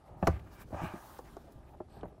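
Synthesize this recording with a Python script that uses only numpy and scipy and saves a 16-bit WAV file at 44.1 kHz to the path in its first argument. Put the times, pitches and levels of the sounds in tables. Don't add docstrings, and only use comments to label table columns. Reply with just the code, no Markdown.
import sys
import numpy as np
from scipy import signal
from scipy.fft import rfft, irfft
from scipy.io import wavfile
from scipy.ndimage import uniform_filter1d

SR = 44100
rng = np.random.default_rng(int(sys.argv[2]) if len(sys.argv) > 2 else 0)


def dump_mix(stems):
    frames = np.atleast_2d(stems).T
    limited = np.clip(frames, -1, 1)
    pcm = np.round(limited * 32767).astype(np.int16)
    wavfile.write(sys.argv[1], SR, pcm)


def undo_db(level):
    steps = np.asarray(level, float) / 20
    return 10 ** steps


N = 97020

# (frequency [Hz], level [dB per Hz])
AIR_SPECTRUM = [(120, -24), (200, -4), (644, 0), (1180, -22.5), (2450, -23), (6450, -36), (11600, -32),
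                (13700, -52), (15800, -63)]
# (time [s], level [dB])
SHELL_LOAD = [(0.0, -67), (0.16, -54), (0.3, -49), (0.63, -55.5), (0.79, -56), (0.95, -63.5), (1.1, -58),
              (1.28, -53), (1.45, -56.5), (1.91, -57.5), (2.06, -47.5), (2.2, -68.5)]
# (frequency [Hz], level [dB per Hz])
RUMBLE_SPECTRUM = [(20, -19), (35, -5.5), (58, -2.5), (100, -9.5), (160, -12.5), (250, -17), (420, -16.5)]
# (frequency [Hz], level [dB], T60 [s])
SHELL_MODES = [(54, -13, 0.32), (75.5, -0.5, 0.23), (102.4, 0.5, 0.3), (168.8, -6, 0.131)]
# (time [s], level [dB], pitch factor [1], ring factor [1])
WEIGHT_SHIFTS = [(0.102, -47, 1.1, 0.45), (0.154, -47, 1.3, 0.74), (.316, -18, 0.763, 0.22),
                 (.345, -47, 1.8, 0.39), (0.407, -48, 0.96, 1), (0.442, -48, 0.66, 0.35),
                 (.51, -47, 0.93, 0.28), (0.606, -45.5, 2.26, 0.24), (.9, -56, 0.98, 0.25),
                 (1.316, -44, 0.97, 0.27), (1.606, -48, 0.62, 0.36), (1.631, -52, 1.3, 0.22),
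                 (2.013, -43, 1.28, 0.28), (2.057, -51, .9, .3)]
# (time [s], level [dB])
HAND_SLIDE = [(0, -86), (.08, -79.5), (.16, -87), (.26, -65.5), (.43, -79.5), (.54, -73), (.575, -73),
              (.622, -62), (.642, -80), (.72, -72), (.81, -70.5), (.845, -59), (.89, -66.5), (1.19, -66.5),
              (1.22, -75.5), (1.27, -69.5), (1.6, -81.5), (2.2, -88.5)]
# (frequency [Hz], level [dB per Hz])
CLOTH_SPECTRUM = [(880, 3.5), (1500, -1.5), (2260, -14), (3610, -12), (5710, -14.5), (11300, -17.5),
                  (12600, -16.5), (14200, -19.5), (16300, -17.5)]
# (time [s], length [s], level [dB], centre [Hz])
SHORT_BRUSHES = [(0.035, .07, -90, 12500), (0.07, 0.021, -71, 1860), (0.163, 0.041, -80, 14500),
                 (0.288, 0.11, -61.5, 2030), (0.456, 0.033, -64, 1430), (0.512, 0.066, -68, 14000),
                 (0.506, 0.057, -69.5, 4900), (0.579, 0.066, -61.5, 1490), (0.588, 0.057, -63, 13200),
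                 (0.714, 0.18, -69.5, 6200), (0.758, 0.11, -46.5, 776), (0.947, 0.31, -65.5, 14100),
                 (1.237, 0.068, -66.5, 1830), (1.46, 0.05, -57, 580), (1.458, 0.053, -79, 3000),
                 (1.511, .03, -72, 13400), (1.627, 0.011, -68, 1460), (1.664, 0.041, -72.5, 2240),
                 (1.656, 0.11, -82, 13500), (1.723, 0.04, -57.5, 700), (1.904, .1, -89, 15000),
                 (2.046, 0.081, -82.5, 13100), (2.097, 0.067, -60, 450)]
# (frequency [Hz], width [Hz], level [dB])
TRIM_RESONANCES = [(3000, 2100, -1), (4100, 1600, 0.5), (8040, 1800, -3.5)]
# (time [s], level [dB], brightness above 1 kHz [dB per octave])
FOAM_DRAG = [(0, -64, -1), (.12, -55, -31), (.36, -55, 5), (.44, -63.5, 1.5), (.62, -58.5, 11.5),
             (.65, -79.5, 17.5), (.70, -63.5, -22), (.74, -42, -4), (.85, -41.5, 9), (.99, -51, -0.5),
             (1.17, -59, -58), (1.22, -60.5, 0), (1.265, -57.5, -27), (1.44, -69.5, 7), (1.69, -59.5, -13),
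             (1.86, -75, -5), (1.97, -54.5, -2.5), (2.2, -69.5, -7)]
# (frequency [Hz], width [Hz], level [dB])
FOAM_RESONANCES = [(350, 190, -5.5), (633, 203, -0.5), (769.4, 248, 2), (1174, 137, -3), (1573, 256, -6.5),
                   (2320, 310, -15), (2807, 180, -22.5)]
# (time [s], level [dB],
# centre [Hz], T60 [s])
BRIGHT_BURSTS = [(0.226, -65, 5960, .012), (0.2707, -37, 4840, 0.046), (0.2753, -47, 12500, 0.014),
                 (0.276, -32.5, 12800, 0.0037), (1.187, -57.5, 6160, 0.026), (1.368, -57.5, 5200, 0.012),
                 (1.523, -65, 9500, 0.014), (1.521, -65, 4750, .02), (0.287, -64.5, 5200, 0.24),
                 (.395, -57, 2060, 0.033), (1.803, -81, 3500, 0.0076), (2.01, -62.5, 2970, 0.036),
                 (2.032, -53, 1500, 0.031), (2.055, -67.5, 8800, 0.012)]

# (time [s], strength [dB], pitch factor [1], ring factor [1], shell thump [dB])
CUSHION_PATS = [
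    (.645, -42.5, 0.72, 1, -56),
    (.818, -32, 1.04, 0.8, -66),
    (.836, -26.5, 1.02, 0.9, -62),
    (.853, -37, 0.91, 0.33, -42),
    (.938, -33, 1.297, 1, -69),
    (.955, -44.5, 1.18, 1, -56),
    (1.558, -43, 0.38, 0.93, -54.5),
]
BRACKET_KNOCKS = [(.092, -48, 1.25, 0.5, -76), (.115, -50.5, 1.04, 1.8, -69),
                  (.705, -44.5, 1.37, 0.41, -51), (1.190, -35, 1.35, 0.46, -77),
                  (1.367, -34, 1.09, 0.61, -53), (1.803, -29, 1, 0.51, -59), (1.885, -54.5, 1.5, 0.97, -73),
                  (1.968, -44, 1.07, 0.81, -63), (2.031, -31.5, 1.14, 2.3, -64),
                  (2.0325, -37.5, 0.722, 0.53, -62), (2.056, -36.5, 1.17, 0.17, -78),
                  (2.179, -49.5, 1.16, 0.61, -56), (1.1935, -54, 1.24, 0.5, -64),
                  (1.3715, -41.5, 1.76, 0.52, -55), (2.0365, -37, 1.6, 1.2, -51),
                  (1.8125, -40, 1.008, 0.92, -60)]
FRAME_DROPS = [
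    (.2265, -17.5, 1.0, 0.99, -28.5),
    (.2315, -19, 0.9, 0.31, -38),
    (.7285, -29, 0.91, 0.34, -36),
    (.7445, -30, 0.88, .6, -48),
]
FRAME_SLAMS = [
    (.2705, -19, 1.5, 0.47, -56),
    (.2735, -13, 1.26, 0.5, -28.5),
    (.2790, -15.5, 1.03, 0.78, -62),
    (.2818, -18, 1.006, 1, -60),
    (.2865, -27.5, 0.667, 0.9, -25.5),
]

# (frequency [Hz], level [dB], T60 [s])
CUSHION_MODES = [(162.6, -2, 0.071), (211, -8.5, 0.076), (258, 2.5, 0.033), (332, -7, 0.021)]
BRACKET_MODES = [(165, -17, 0.045), (249, -8, 0.062), (366.4, -2.5, 0.078), (615, 2.5, 0.03),
                 (820, -4, 0.047), (970, -4, 0.021), (1327, -9.5, 0.027), (1770, -22, 0.12)]
DROP_MODES = [(168, -1.5, 0.1), (293, 8, 0.05), (422, -0.5, 0.057), (652, 3.5, 0.079), (845, -1.5, 0.065),
              (1250, -9, 0.058), (1740, -15, 0.066), (2560, -10.5, 0.014)]
SLAM_MODES = [(180, -8.5, 0.083), (317, -4, 0.068), (499, 5, 0.022), (753, -9.5, 0.028), (936, -5, 0.022),
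              (1165, -6.5, 0.023), (1660, -6, 0.015), (2380, -17.5, 0.035)]


def evened(x):
    return x / np.sqrt(np.mean(x ** 2) + 1e-20)


def along(curve, column=1):
    points = np.array(curve)
    return np.interp(np.arange(N) / SR, points[:, 0], points[:, column])


def add(mix, s, sound):
    part = mix[round(s * SR):][:len(sound)]
    part += sound[:len(part)]


def resonate(x, hz, width):
    pole = np.exp((2j * np.pi * hz - np.pi * width) / SR)
    return 2 * signal.lfilter([1 - abs(pole)], [1, -pole], x).real


def resonant_band(x, hz, width):
    return evened(resonate(resonate(x, hz, width), hz, width))


def coloured(spectrum, patchy_db, flicker_db):
    frames = N // 128 + 6
    real, imaginary, patches = rng.standard_normal((frames, 257, 3)).T
    patches = uniform_filter1d(patches, size=8, axis=0)
    patches = evened(uniform_filter1d(patches, size=16, axis=1))
    flicker = evened(uniform_filter1d(rng.standard_normal(frames), size=4))
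    z = (real + 1j * imaginary) * undo_db(patchy_db * patches + flicker_db * flicker)
    noise = signal.istft(z, nperseg=512, noverlap=384)[1][:N]
    hz, db = np.transpose(spectrum)
    fine_hz = np.fft.rfftfreq(N, 1 / SR)
    gain_db = np.interp(np.log(fine_hz + 1), np.log(hz + 1), db, left=-80, right=-80)
    return evened(irfft(rfft(noise) * undo_db(gain_db), N))


def ring(modes, pitch=1, stretch=1):
    t = np.arange(SR // 2) / SR
    out = np.zeros(len(t))
    for k, (hz, db, t60) in enumerate(modes):
        decay = undo_db(db - 60 * t / (t60 * stretch))
        out += (-1) ** k * decay * np.sin(2 * np.pi * hz * pitch * t)
    return out


def still_air():
    return undo_db(-66) * coloured(AIR_SPECTRUM, 2, 2)


def cabin(x):
    t60, density, dull = 0.14, .06, 0.19
    t = np.arange(SR // 3) / SR
    taps = rng.choice([-1., 1.], len(t)) * (rng.random(len(t)) < density)
    taps = taps * undo_db(-60 * t / t60) * (t > .003)
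    taps = signal.lfilter([1 - dull], [1, -dull], taps)
    return signal.fftconvolve(x, taps / np.linalg.norm(taps))[:N]


def rumble():
    return undo_db(along(SHELL_LOAD)) * coloured(RUMBLE_SPECTRUM, 1.0, 0.47)


def bumps():
    out, push = np.zeros(N), np.hanning(200) / 100
    for s, db, pitch, stretch in WEIGHT_SHIFTS:
        add(out, s, undo_db(db) * np.convolve(ring(SHELL_MODES, pitch, stretch), push))
    return out


def slide():
    return undo_db(along(HAND_SLIDE) + 6.0) * coloured(CLOTH_SPECTRUM, 1.7, 0.61)


def brushes():
    out = np.zeros(N)
    for s, length, db, hz in SHORT_BRUSHES:
        t = np.arange(0, length, 1 / SR)
        tone = resonant_band(rng.standard_normal(SR // 3), hz, 0.56 * hz)
        add(out, s, undo_db(db) * np.sin(np.pi * t / length) * tone[:len(t)])
    return out


def swish():
    length, squeak_hz, arch = .16, 12500, 0.15
    out, t = np.zeros(N), np.arange(0, length, 1 / SR)
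    noise = rng.standard_normal((2, len(t)))
    speed = np.sin(np.pi * t / length)
    body = sum(undo_db(db) * resonant_band(noise[0], hz, width) for hz, width, db in TRIM_RESONANCES)
    turns = np.cumsum(squeak_hz * (1 - arch * (1 - speed) * 2)) / SR
    fuzz = evened(uniform_filter1d(noise[1], size=300))
    squeak = fuzz * (np.sin(2 * np.pi * turns) + .7 * np.sin(2 * np.pi * 1.135 * turns))
    add(out, 1.87, speed * (undo_db(-76) * body + undo_db(-81) * squeak))
    return out


def drag():
    slips_per_s, spread_db, slip_share = 3000, 2.2, .6
    strength = undo_db(spread_db * np.minimum(rng.exponential(1, N), 4))
    slips = strength * (rng.random(N) < slips_per_s / SR) * rng.choice([-1., 1.], N)
    hiss = coloured([(20, 0), (20000, 0.024)], 0.22, 1.24)
    drive = slip_share * evened(slips) + (1 - slip_share) * hiss
    brightness = along(FOAM_DRAG, column=2)
    body = np.zeros(N)
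    for hz, width, db in FOAM_RESONANCES:
        octaves = max(np.log2(hz / 1000), 0)
        body += undo_db(db + octaves * brightness) * resonant_band(drive, hz, width)
    return undo_db(along(FOAM_DRAG) - 7.0) * body


def ticks():
    out, t = np.zeros(N), np.arange(2000) / SR
    for s, db, hz, t60 in BRIGHT_BURSTS:
        burst = resonant_band(rng.standard_normal(len(t)), hz, .7 * hz)
        add(out, s, undo_db(db - 60 * t / t60) * burst)
    return out


def blows(events, modes, grit, soft_ms):
    out, t = np.zeros(N), np.arange(1500) / SR
    pad = t[:200] * np.exp(-t[:200] * 1000 / soft_ms)
    thump = np.convolve(ring(SHELL_MODES), np.hanning(120) / 60)
    for s, db, pitch, stretch, thump_db in events:
        chatter = rng.standard_normal(len(t)) * np.exp(-t * 1000 / 3)
        force = np.convolve((t == 0) + grit * chatter, pad)
        sound = signal.fftconvolve(ring(modes, pitch, stretch), force)
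        add(out, s, undo_db(db) * sound / abs(sound).max())
        add(out, s, undo_db(thump_db) * thump)
    return out


def impacts():
    hits = blows(FRAME_DROPS, DROP_MODES, grit=.07, soft_ms=0.064)
    hits += blows(FRAME_SLAMS, SLAM_MODES, grit=.07, soft_ms=0.087)
    hits += blows(BRACKET_KNOCKS, BRACKET_MODES, grit=.07, soft_ms=0.15)
    hits += blows(CUSHION_PATS, CUSHION_MODES, grit=0.018, soft_ms=0.29)
    return hits


def scene():
    hits = impacts()
    background = still_air() + rumble() + bumps()
    rubbing = slide() + brushes() + swish() + drag()
    return (background + rubbing + ticks() + hits + undo_db(-13.5) * cabin(hits))[None]


def gated(x):
    gate_hz, gate_db = 12000, -124
    hz, _, z = signal.stft(x, SR, nperseg=2048, scaling="psd")
    bands = z[:, :1024].reshape(1, 32, 32, -1)
    quiet = 2 * np.mean(abs(bands) ** 2, axis=2) < undo_db(2 * gate_db)
    z[:, :1024] *= 1 - np.repeat(quiet, 32, axis=1) * (hz[:1024, None] > gate_hz)
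    return signal.istft(z, SR, nperseg=2048, scaling="psd")[1][:, :N]


def roll_off(x):
    return signal.sosfilt(signal.butter(12, 16450, fs=SR, output="sos"), x)


def record(dry):
    edge = signal.firwin(511, 15780, window=("kaiser", 9), fs=SR)
    mix = gated(signal.oaconvolve(dry, edge[None], "same"))
    return roll_off(mix)


dry = scene()
out = record(dry)
dump_mix(out)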